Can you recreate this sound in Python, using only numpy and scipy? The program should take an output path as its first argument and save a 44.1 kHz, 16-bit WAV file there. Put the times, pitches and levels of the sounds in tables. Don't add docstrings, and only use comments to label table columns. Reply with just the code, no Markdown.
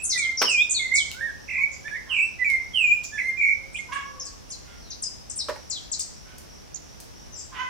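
import sys
import numpy as np
from scipy import signal
from scipy.fft import rfft, irfft, next_fast_len
from scipy.io import wavfile

SR = 44100
rng = np.random.default_rng(int(sys.argv[2]) if len(sys.argv) > 2 else 0)


def output_pcm(signal):
    pcm = np.clip(np.atleast_2d(signal).T, -1, 1) * 32767
    wavfile.write(sys.argv[1], SR, np.round(pcm).astype(np.int16))


N = 339129
TIME = np.arange(N) / SR
GROUND_S = 0.0136


def amp(db):
    return 10 ** (np.asarray(db) / 20)


def unit(x):
    return x / np.sqrt(np.mean(x ** 2) + 1e-20)


def read(points, hz):
    f, value = np.transpose(points)
    return np.interp(np.log(hz + 1), np.log(f + 1), value)


def colour(x, spectrum):
    size = x.shape[-1]
    padded = next_fast_len(size)
    gain = amp(read(spectrum, np.fft.rfftfreq(padded, 1 / SR)))
    return unit(irfft(rfft(x, padded) * gain, padded)[..., :size])


def drift(t, rate_hz):
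    knots = rng.standard_normal(4096)
    return np.interp((t - t[0]) * rate_hz, np.arange(len(knots)), knots)


def sine(hz):
    return np.sin(2 * np.pi * np.cumsum(hz) / SR)


def fall(t, t60_s):
    return np.exp(-np.log(1000) * t / t60_s)


def pan(db):
    return unit(amp([[db / 2], [-db / 2]]))


def add(mix, s, sound):
    part = mix[..., max(round(s * SR), 0):][..., :sound.shape[-1]]
    part += sound[..., :part.shape[-1]]


def delayed(x, s):
    return np.pad(x, ((0, 0), (max(round(s * SR), 0), 0)))[:, :N]


def envelope(t, attack_s, release_s, change_db):
    ramp = np.minimum(t / attack_s, (t[-1] - t) / release_s)
    gate = np.sin(np.pi / 2 * np.clip(ramp, 0, 1)) ** 2
    return gate * amp(change_db * (t / t[-1] - .5))


# f/Hz, t60/s
YARD_T60 = [(300, 1), (1100, 0.9), (2300, 0.53), (5000, 0.57), (8000, 0.43), (14000, 0.29)]


def foliage(x, near_db, far_db, near_t60_s, first_s=0.0055, shared=0.56):
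    t = np.arange(SR) / SR
    shape = (2, 3, SR)
    taps = rng.standard_normal(shape) * (rng.random(shape) < .1) * (t > first_s)
    taps = taps[:, :2] + shared * taps[:, 2:]
    hz, at_s, z = signal.stft(taps[0], SR, nperseg=256)
    decay = amp(-60 * at_s / read(YARD_T60, hz)[:, None])
    far = signal.istft(z * decay, SR, nperseg=256)[1][:, :SR]
    near = taps[1] * fall(t, near_t60_s)
    echo = (amp(near_db) * unit(near) + amp(far_db) * unit(far)) / np.sqrt(SR)
    return signal.fftconvolve(x, echo, axes=1)[:, :N]


# f/Hz, relative level/dB per Hz
HUSH_SPECTRUM = [(12, -44), (20, -20.5), (49, 3.5), (70, 1.5), (119, -2), (404, -9), (900, -14.5),
                 (1230, -18), (4310, -23.5), (5690, -14.5), (7310, -29), (11700, -32.5), (15500, -38)]
# f/Hz, left-right correlation
HUSH_CORRELATION = [(30, 0.57), (70, -0.64), (170, -0.58), (400, -0.66), (1000, -0.25), (4000, 0.14),
                    (12000, -0.098)]
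# f/Hz, drift rate/Hz, level/dB
HUM_BANDS = [(46, 14, -67.5), (75, 6.7, -56.5)]


def hush(level_db=-45.5, flutter_db=0.57, flutter_hz=3.1):
    size = next_fast_len(N)
    a, b = rfft(rng.standard_normal((2, size)))
    same = read(HUSH_CORRELATION, np.fft.rfftfreq(size, 1 / SR))
    right = same * a + np.sqrt(1 - same ** 2) * b
    air = colour(irfft(np.array([a, right]), size)[:, :N], HUSH_SPECTRUM)
    hum = np.zeros((2, N))
    for hz, drift_hz, db in HUM_BANDS:
        for side in hum:
            waver = drift(TIME, drift_hz) + 1j * drift(TIME, drift_hz)
            side += amp(db) * (waver * np.exp(2j * np.pi * hz * TIME)).real
    return air * amp(level_db + flutter_db * drift(TIME, flutter_hz)) * pan(-0.63) + hum


# t/s, length/s, first f/Hz, last f/Hz, level/dB
FAR_TONES = [(0, 0.38, 1425, 1345, -62), (1.574, 0.027, 1086, 1050, -53), (1.16, 0.17, 540.5, 554, -59.5),
             (1.549, 0.24, 556.4, 543, -62.5), (3.532, 0.26, 534, 551, -65.5), (4.03, 0.24, 526, 510, -66),
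             (4.793, 0.13, 4820, 3400, -61), (5.058, 0.23, 4980, 5000, -61.5),
             (6.7, 0.033, 2470, 2420, -67)]


def far_birds():
    voice = np.zeros(N)
    for s, length_s, first_hz, last_hz, db in FAR_TONES:
        hz = np.linspace(first_hz, last_hz, round(length_s * SR))
        swell = signal.windows.tukey(len(hz), .5)
        add(voice, s, np.sqrt(2) * amp(db) * swell * sine(hz))
    direct = voice * pan(0)
    return direct + foliage(direct, near_db=0, far_db=-2, near_t60_s=.2)


TWITTER_STARTS = [1.381, 1.798, 2.199, 2.58, 3.099, 3.42, 4.02, 4.72, 5.53, 6.12, 6.46, 6.79, 7.13]


def twitter(peak_db=-50, length_s=0.18, rate_hz=44, top_hz=6200, bottom_hz=5100):
    cycle = np.cumsum(rate_hz * (1 + 0.12 * drift(TIME, 24))) / SR % 1
    hz = top_hz + (bottom_hz - top_hz) * cycle
    runs = np.zeros(N)
    for s in TWITTER_STARTS:
        add(runs, s, signal.windows.tukey(round(length_s * SR), .5))
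    slurs = amp(peak_db) * runs * np.sin(np.pi * cycle) * sine(hz) * pan(0)
    return slurs + foliage(slurs, near_db=-8, far_db=-9, near_t60_s=.1)


def strikes(rows, body, side_db, echo_db):
    out = np.zeros((2, N))
    t = np.arange(SR // 4) / SR
    for s, db, rise_s, t60_s, pitch in rows:
        common, left, right = rng.standard_normal((3, len(t)))
        shifted = [(hz * pitch, level) for hz, level in body]
        burst = colour(common + 0.59 * np.array([left, right]), shifted)
        add(out, s, amp(db) * burst * np.minimum(t / rise_s, 1) * fall(t, t60_s) * pan(side_db))
    return out + foliage(out, near_db=echo_db, far_db=echo_db - 22, near_t60_s=0.29)


# t/s, level/dB before rise and decay, rise/s, t60/s, pitch factor on the body
CLICK_BLOWS = [(1.115, -19.5, 0.00067, 0.0063, 0.91), (2.5, -23, 0.0011, 0.01, 1.16),
               (2.95, -42, .001, 0.01, 2.7), (3.034, -35.5, .005, 0.06, 1.25),
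               (5.992, -30.5, .002, 0.031, 1.4), (6.381, -34, 0.0038, 0.028, 1.86),
               (7.001, -34.5, 0.0017, 0.029, 1.9)]
# f/Hz before the pitch factor, relative level/dB
CLICK_SPECTRUM = [(800, -18), (2500, 8.5), (4200, 11), (6000, 8.5), (9000, -1), (12000, -1), (15500, -3)]


def clicks():
    return strikes(CLICK_BLOWS, CLICK_SPECTRUM, side_db=0.5, echo_db=1)


# t/s, level/dB before rise and decay, rise/s, t60/s, pitch factor on the body
KNOCK_BLOWS = [(.412, -25, .003, 0.21, 0.94), (.416, -15.5, 0.0024, .06, 2.75),
               (.423, -13.5, .002, 0.044, 2.1), (5.485, -24.5, 0.0015, .06, 1.02),
               (5.491, -19.5, 0.0062, 0.07, 1.04), (5.554, -33, 0.01, 0.073, 1.64)]
# f/Hz before the pitch factor, relative level/dB
KNOCK_SPECTRUM = [(90, -52), (290, -5), (400, -3), (550, 5.5), (740, -10.5), (1050, 0), (1500, -8),
                  (1900, -13), (2500, -16), (6000, -22), (12000, -36)]


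def knocks():
    return strikes(KNOCK_BLOWS, KNOCK_SPECTRUM, side_db=-2.5, echo_db=-5)


# centre t/s, length/s, first f/Hz, last f/Hz (both before arch and jitter),
# level/dB before the swell, roughness/0-1, brightness/dB per octave
DOG_YELPS = [ (2.11, .11, 534, 524, -49, .5, -4.5), (3.899, 0.033, 501, 510, -40, 0.14, -11),
             (3.931, 0.033, 534, 571, -28.5, 0.26, 3), (3.965, .055, 563, 570.4, -29.5, 0.17, 0.5),
             (4.703, .18, 720, 681, -55, 0.48, 2.5), (6.306, 0.17, 750, 762, -55.5, 0.48, -0.5),
             (7.534, 0.046, 538, 500, -43, 0.37, -7), (7.567, 0.071, 496, 500, -38, 0.58, -1),
             (7.598, 0.038, 495.7, 512.6, -31, .03, 4), (7.622, 0.077, 514, 510, -33.5, 0.14, 1), ]
# f/Hz, relative level/dB before brightness
THROAT_SPECTRUM = [(500, -32.5), (750, -15), (1050, 5), (1280, -6.5), (1620, -1.5), (2150, -3.5),
                   (2550, -13.5), (3050, -7.5), (3800, -32), (8000, -26)]
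# f/Hz, relative level/dB before brightness
RASP_SPECTRUM = [(700, -18.5), (1100, -2.5), (3300, -6), (4000, -17), (12000, -47)]


def dog(arch=0.023, jitter=0.027):
    voice = np.zeros(N)
    for s, length_s, first_hz, last_hz, db, rough, bright_db in DOG_YELPS:
        u = np.linspace(-1, 1, round(length_s * SR))
        bend = 1 - arch * u ** 2 + jitter * drift(u * length_s / 2, 341)
        pitch_hz = np.linspace(first_hz, last_hz, len(u)) * bend
        phase = 2 * np.pi * np.cumsum(pitch_hz) / SR
        throat = [(hz, level + bright_db * np.log2(hz)) for hz, level in THROAT_SPECTRUM]
        hoarse = [(hz, level + bright_db * np.log2(hz)) for hz, level in RASP_SPECTRUM]
        harmonics = sum(np.cos(k * phase + 2 * np.pi * rng.random()) for k in range(1, 14))
        folds = colour(harmonics, throat)
        rasp = colour(rng.standard_normal(len(u)) * (1 + np.cos(phase) / 2), hoarse)
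        call = unit((1 - rough) * folds + rough * rasp)
        add(voice, s - length_s / 2, amp(db) * call * np.cos(np.pi / 2 * u) ** 2)
    echo = foliage(voice * pan(-3.5), near_db=0.5, far_db=-2.5, near_t60_s=0.37)
    return voice * pan(-9.5) + echo


# t/s, length/s, half-glide time/s (before the glide is stretched to reach its end),
# first f/Hz, last f/Hz, peak level/dB before CHIP_LOUDNESS and fade, left-right/dB, echo/dB
CHIP_SWEEPS = [ (.02, 0.041, 0.029, 9830, 9450, -30.5, 2, 12.5),
               (0.034, 0.013, 0.012, 10050, 5740, -19, -3, 6.5),
               (0.091, 0.048, 0.022, 6560, 3540, -22, 2.5, 2), (.174, 0.02, 0.016, 8680, 5880, -21, 6, -3),
               (0.213, 0.043, 0.016, 4400, 3070, -35.5, 2, -2),
               (0.371, 0.025, 0.011, 5980, 4910, -21, 3, 1.5),
               (0.383, 0.048, 0.019, 6510, 4290, -34, 13, 10), (0.409, .085, .045, 5680, 4966, -24, 2, 1),
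               (0.481, .058, 0.033, 8550, 4630, -37.5, 7, 12.5),
               (0.694, 0.012, .008, 6400, 8580, -18, -16, 5),
               (0.706, 0.018, .012, 8490, 5860, -14.5, -1, -3),
               (.743, 0.056, 0.026, 4500, 3434, -22.5, 4, -3),
               (0.939, 0.011, .007, 6630, 8420, -19, -1, 3.5),
               (.947, 0.017, 0.012, 8590, 4410, -16, -.5, 1),
               (0.967, 0.056, 0.024, 4320, 3005, -28.5, 1, -2),
               (1.712, 0.014, 0.0087, 5970, 7720, -38.5, -4, 4),
               (1.722, 0.018, .012, 7780, 4550, -38, 1, 3),
               (3.029, 0.014, 0.018, 7420, 4530, -41.5, -4, 17),
               (3.729, 0.021, 0.011, 9360, 6520, -41, 3.5, 2.5),
               (3.766, 0.038, 0.011, 9900, 6300, -39.5, -2, -3),
               (3.929, .027, 0.015, 10200, 7400, -37.5, 3, -4),
               (4.195, 0.028, 0.0084, 6900, 5090, -28, 3, -2.5),
               (4.249, .029, 0.011, 8500, 4300, -31.5, 3, -3),
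               (4.493, 0.026, 0.014, 8840, 9330, -39.5, 10, 0),
               (4.5, 0.016, 0.0089, 5220, 7890, -32, -7, -1),
               (4.506, 0.035, 0.011, 7780, 4000, -33, 6, -1.5),
               (4.902, 0.023, 0.014, 6640, 3760, -29.5, 5, -2),
               (5.019, 0.026, 0.0084, 10050, 5100, -23.5, 3, -1.5),
               (5.034, 0.042, 0.014, 5026, 5006, -27.5, 12, -2.5),
               (5.295, 0.014, 0.012, 8850, 4900, -23.5, 8, -2.5),
               (5.356, 0.016, 0.016, 9600, 7000, -23.5, 2.5, 0),
               (5.374, 0.014, .01, 9600, 5860, -24.5, 4, -17),
               (5.386, 0.031, 0.02, 5730, 3700, -24, 5, -1.5),
               (5.697, 0.037, 0.012, 8280, 3940, -24.5, 9, -2),
               (5.747, 0.031, .02, 4040, 3140, -33.5, -1, -2.5),
               (5.914, 0.027, 0.017, 7900, 3930, -21.5, 7, -1.5),
               (5.991, 0.018, 0.013, 8900, 4230, -19, 5, -2.5),
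               (6.742, .013, 0.0066, 5690, 7420, -23, -17, -10),
               (6.75, 0.016, 0.013, 7600, 3940, -32.5, -7, -16),
               (7.32, 0.056, 0.021, 6360, 4960, -46, 8, 7.5), (7.351, 0.084, .02, 7220, 7620, -51, 9, 10.5),
               (7.377, 0.032, .016, 7800, 4720, -38, 4, 5), ]
# f/Hz, level/dB
CHIP_LOUDNESS = [(3000, 1), (4200, -4.5), (5500, -4.5), (7000, -3.5), (8300, -5.5), (10000, -13.5)]
# f/Hz, phase/rad
CHIP_LAG = [(4300, 1.65), (5500, 0.38), (7300, 4.08), (10000, 4.8)]


def small_birds(waver=0.014, knee=2.1, attack_s=0.0059, release_s=0.0013, fade_db=-11.5):
    direct, scattered = np.zeros((2, 2, N))
    for start, length_s, half_s, first_hz, last_hz, db, side_db, echo_db in CHIP_SWEEPS:
        t = np.arange(0, length_s, 1 / SR)
        glide = 1 - 1 / (1 + (t / half_s) ** knee)
        hz = first_hz + (last_hz - first_hz) * glide / glide[-1]
        phase = 2 * np.pi * np.cumsum(hz * (1 + waver * drift(t, 898))) / SR
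        loudness = amp(db + read(CHIP_LOUDNESS, hz)) * envelope(t, attack_s, release_s, fade_db)
        chip = loudness * np.sin([phase, phase - read(CHIP_LAG, hz)])
        add(direct, start, chip * pan(side_db))
        add(scattered, start, chip * pan(side_db / 2) * amp(echo_db))
    bounce = amp(-3) * delayed(direct, GROUND_S)
    echo = foliage(scattered, near_db=0, far_db=-1, near_t60_s=0.17, first_s=0.0075, shared=0.37)
    return direct + bounce + echo


# t/s, length/s, attack/s, first f/Hz, middle f/Hz, last f/Hz (before waver and flicks),
# level/dB of the fundamental at mid-length before the trill dip, swell over the length/dB, overtone offset/dB
SYLLABLES = [ (0, 0.032, 0.00094, 2496, 2632, 2670, -39.5, -6, 14),
             (0.12, 0.055, 0.0078, 2155, 2040, 1940, -33.5, 15, 17),
             (0.174, 0.13, 0.0047, 2440, 2143, 2145, -27, 5, -5),
             (0.443, 0.19, 0.03, 3323, 2493, 2530, -23.5, 9.5, -2.5),
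             (0.567, 0.069, 0.015, 2980, 3380, 3800, -33.5, 6, -20),
             (0.791, 0.15, 0.0068, 2206, 2056, 2098, -30, -4, -10),
             (0.913, 0.076, 0.0068, 2025, 2201, 2264, -21, 5.5, 2.5),
             (1.138, 0.089, 0.0074, 1397, 1540, 1690, -43.5, 15, -1),
             (1.205, 0.095, 0.005, 1720, 1852, 1530, -32, -4.5, 3.5),
             (1.474, 0.13, 0.019, 2150, 2013, 2144, -28.5, 11.5, -6),
             (1.603, 0.043, 0.01, 2225, 2233, 2360, -20.5, 2, -1),
             (1.834, 0.052, 0.04, 1553, 1740, 1800, -33.5, 3, 6.5),
             (1.88, 0.0063, 0.0014, 1880, 2430, 2070, -26, -7, 1),
             (1.906, 0.063, 0.0083, 1653, 1745, 1983, -33.5, 4.5, 2),
             (1.946, 0.04, 0.0023, 2276, 2133, 1870, -36, 7, -4),
             (2.087, 0.13, 0.026, 3344, 2410, 2360, -24, 13, -3),
             (2.216, 0.044, 0.0099, 2570, 2660, 2594, -25, -7, 3.5),
             (2.379, 0.053, 0.026, 1925, 2015, 1935, -27.5, 21, -6),
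             (2.443, 0.012, 0.0043, 1920, 2486, 2520, -22, -9, -2),
             (2.451, 0.12, 0.005, 2374, 2163, 2099, -23.5, 3, -0.5),
             (2.729, 0.21, 0.033, 3360, 2494, 2495, -21.5, 6, -0.5),
             (3.11, 0.08, .045, 1643, 1753, 1616, -33, -3, 6),
             (3.176, 0.019, 0.0041, 1630, 2410, 2720, -30.5, 3, -10),
             (3.187, 0.035, 0.0055, 2390, 2055, 1970, -25.5, -4, 3),
             (3.214, 0.091, 0.0076, 1949, 2098, 2092, -27, 8.5, 4.5),
             (3.364, 0.041, 0.021, 2295, 2402, 2290, -24.5, 7, -6),
             (3.401, 0.132, 0.019, 2243, 2187, 2204, -17.5, -1.5, -3),
             (3.741, 0.021, 0.0087, 2380, 2410, 2490, -30.5, 13, -6),
             (3.754, 0.02, 0.0033, 2360, 3120, 3980, -38.5, -3, 0),
             (3.784, 0.033, 0.0085, 2156, 2152, 2200, -32, -5, 6), ]
# multiple of f, level/dB before the syllable's offset and BEAK_RESPONSE
WHISTLE_OVERTONES = [(2, -34), (3, -30.5), (4, -47.5), (5, -42), (6, -44.5)]
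# f/Hz, gain/dB
BEAK_RESPONSE = [(3500, 5.5), (5200, -15), (6400, -7.5), (7400, 7), (10000, -0.5), (13000, -5), (16000, -4)]
# first flick t/s, end t/s, flick rate/Hz, flick height/Hz before it shrinks, dip per flick/dB
FLICK_RUNS = [(1.477, 1.611, 44, 728, -2.5), (2.131, 2.22, 45, 555, -4), (3.403, 3.546, 54, 298, -10.5)]


def thrush(waver=0.0046, ground_db=-7, release_s=0.0096, lean=.6):
    voice, lift_hz, dip_db = np.zeros((3, N))
    for start, end, rate_hz, height_hz, flick_db in FLICK_RUNS:
        t = np.arange(0, end - start, 1 / SR)
        turn = 2 * np.pi * rate_hz * t
        leaning = turn + lean * (np.cos(turn) - 1)
        flick = np.abs(np.cos(leaning / 2)) ** 3 * signal.windows.tukey(len(t), .06)
        add(dip_db, start, flick_db * flick)
        add(lift_hz, start, height_hz * flick * (1 - t / t[-1] / 2))
    for start, length_s, attack_s, first_hz, middle_hz, last_hz, db, swell_db, overtones_db in SYLLABLES:
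        t = np.arange(0, length_s, 1 / SR)
        parabola = np.polyfit([0, .5, 1], [first_hz, middle_hz, last_hz], 2)
        arc_hz = np.polyval(parabola, t / length_s)
        hz = arc_hz * (1 + waver * drift(t, 368)) + np.interp(start + t, TIME, lift_hz)
        phase = 2 * np.pi * np.cumsum(hz) / SR
        tone = np.sin(phase)
        for k, level in WHISTLE_OVERTONES:
            tone += amp(level + overtones_db + read(BEAK_RESPONSE, k * hz)) * np.sin(k * phase)
        loudness = amp(db + np.interp(start + t, TIME, dip_db))
        loudness = loudness * envelope(t, attack_s, release_s, swell_db)
        add(voice, start, np.sqrt(2) * loudness * tone)
    direct = voice * pan(-10.5)
    bounce = amp(ground_db) * delayed(direct, GROUND_S)
    return direct + bounce + foliage(voice * pan(-2.2), near_db=-1, far_db=-7.5, near_t60_s=0.16)


def scene():
    background = hush() + far_birds() + twitter()
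    return background + clicks() + knocks() + dog() + small_birds() + thrush()


def record(dry, edge_hz=15850):
    lowpass = signal.firwin(1023, edge_hz, window=("kaiser", 9), fs=SR)
    return signal.oaconvolve(dry, lowpass[None], "same")


dry = scene()
out = record(dry)
output_pcm(out)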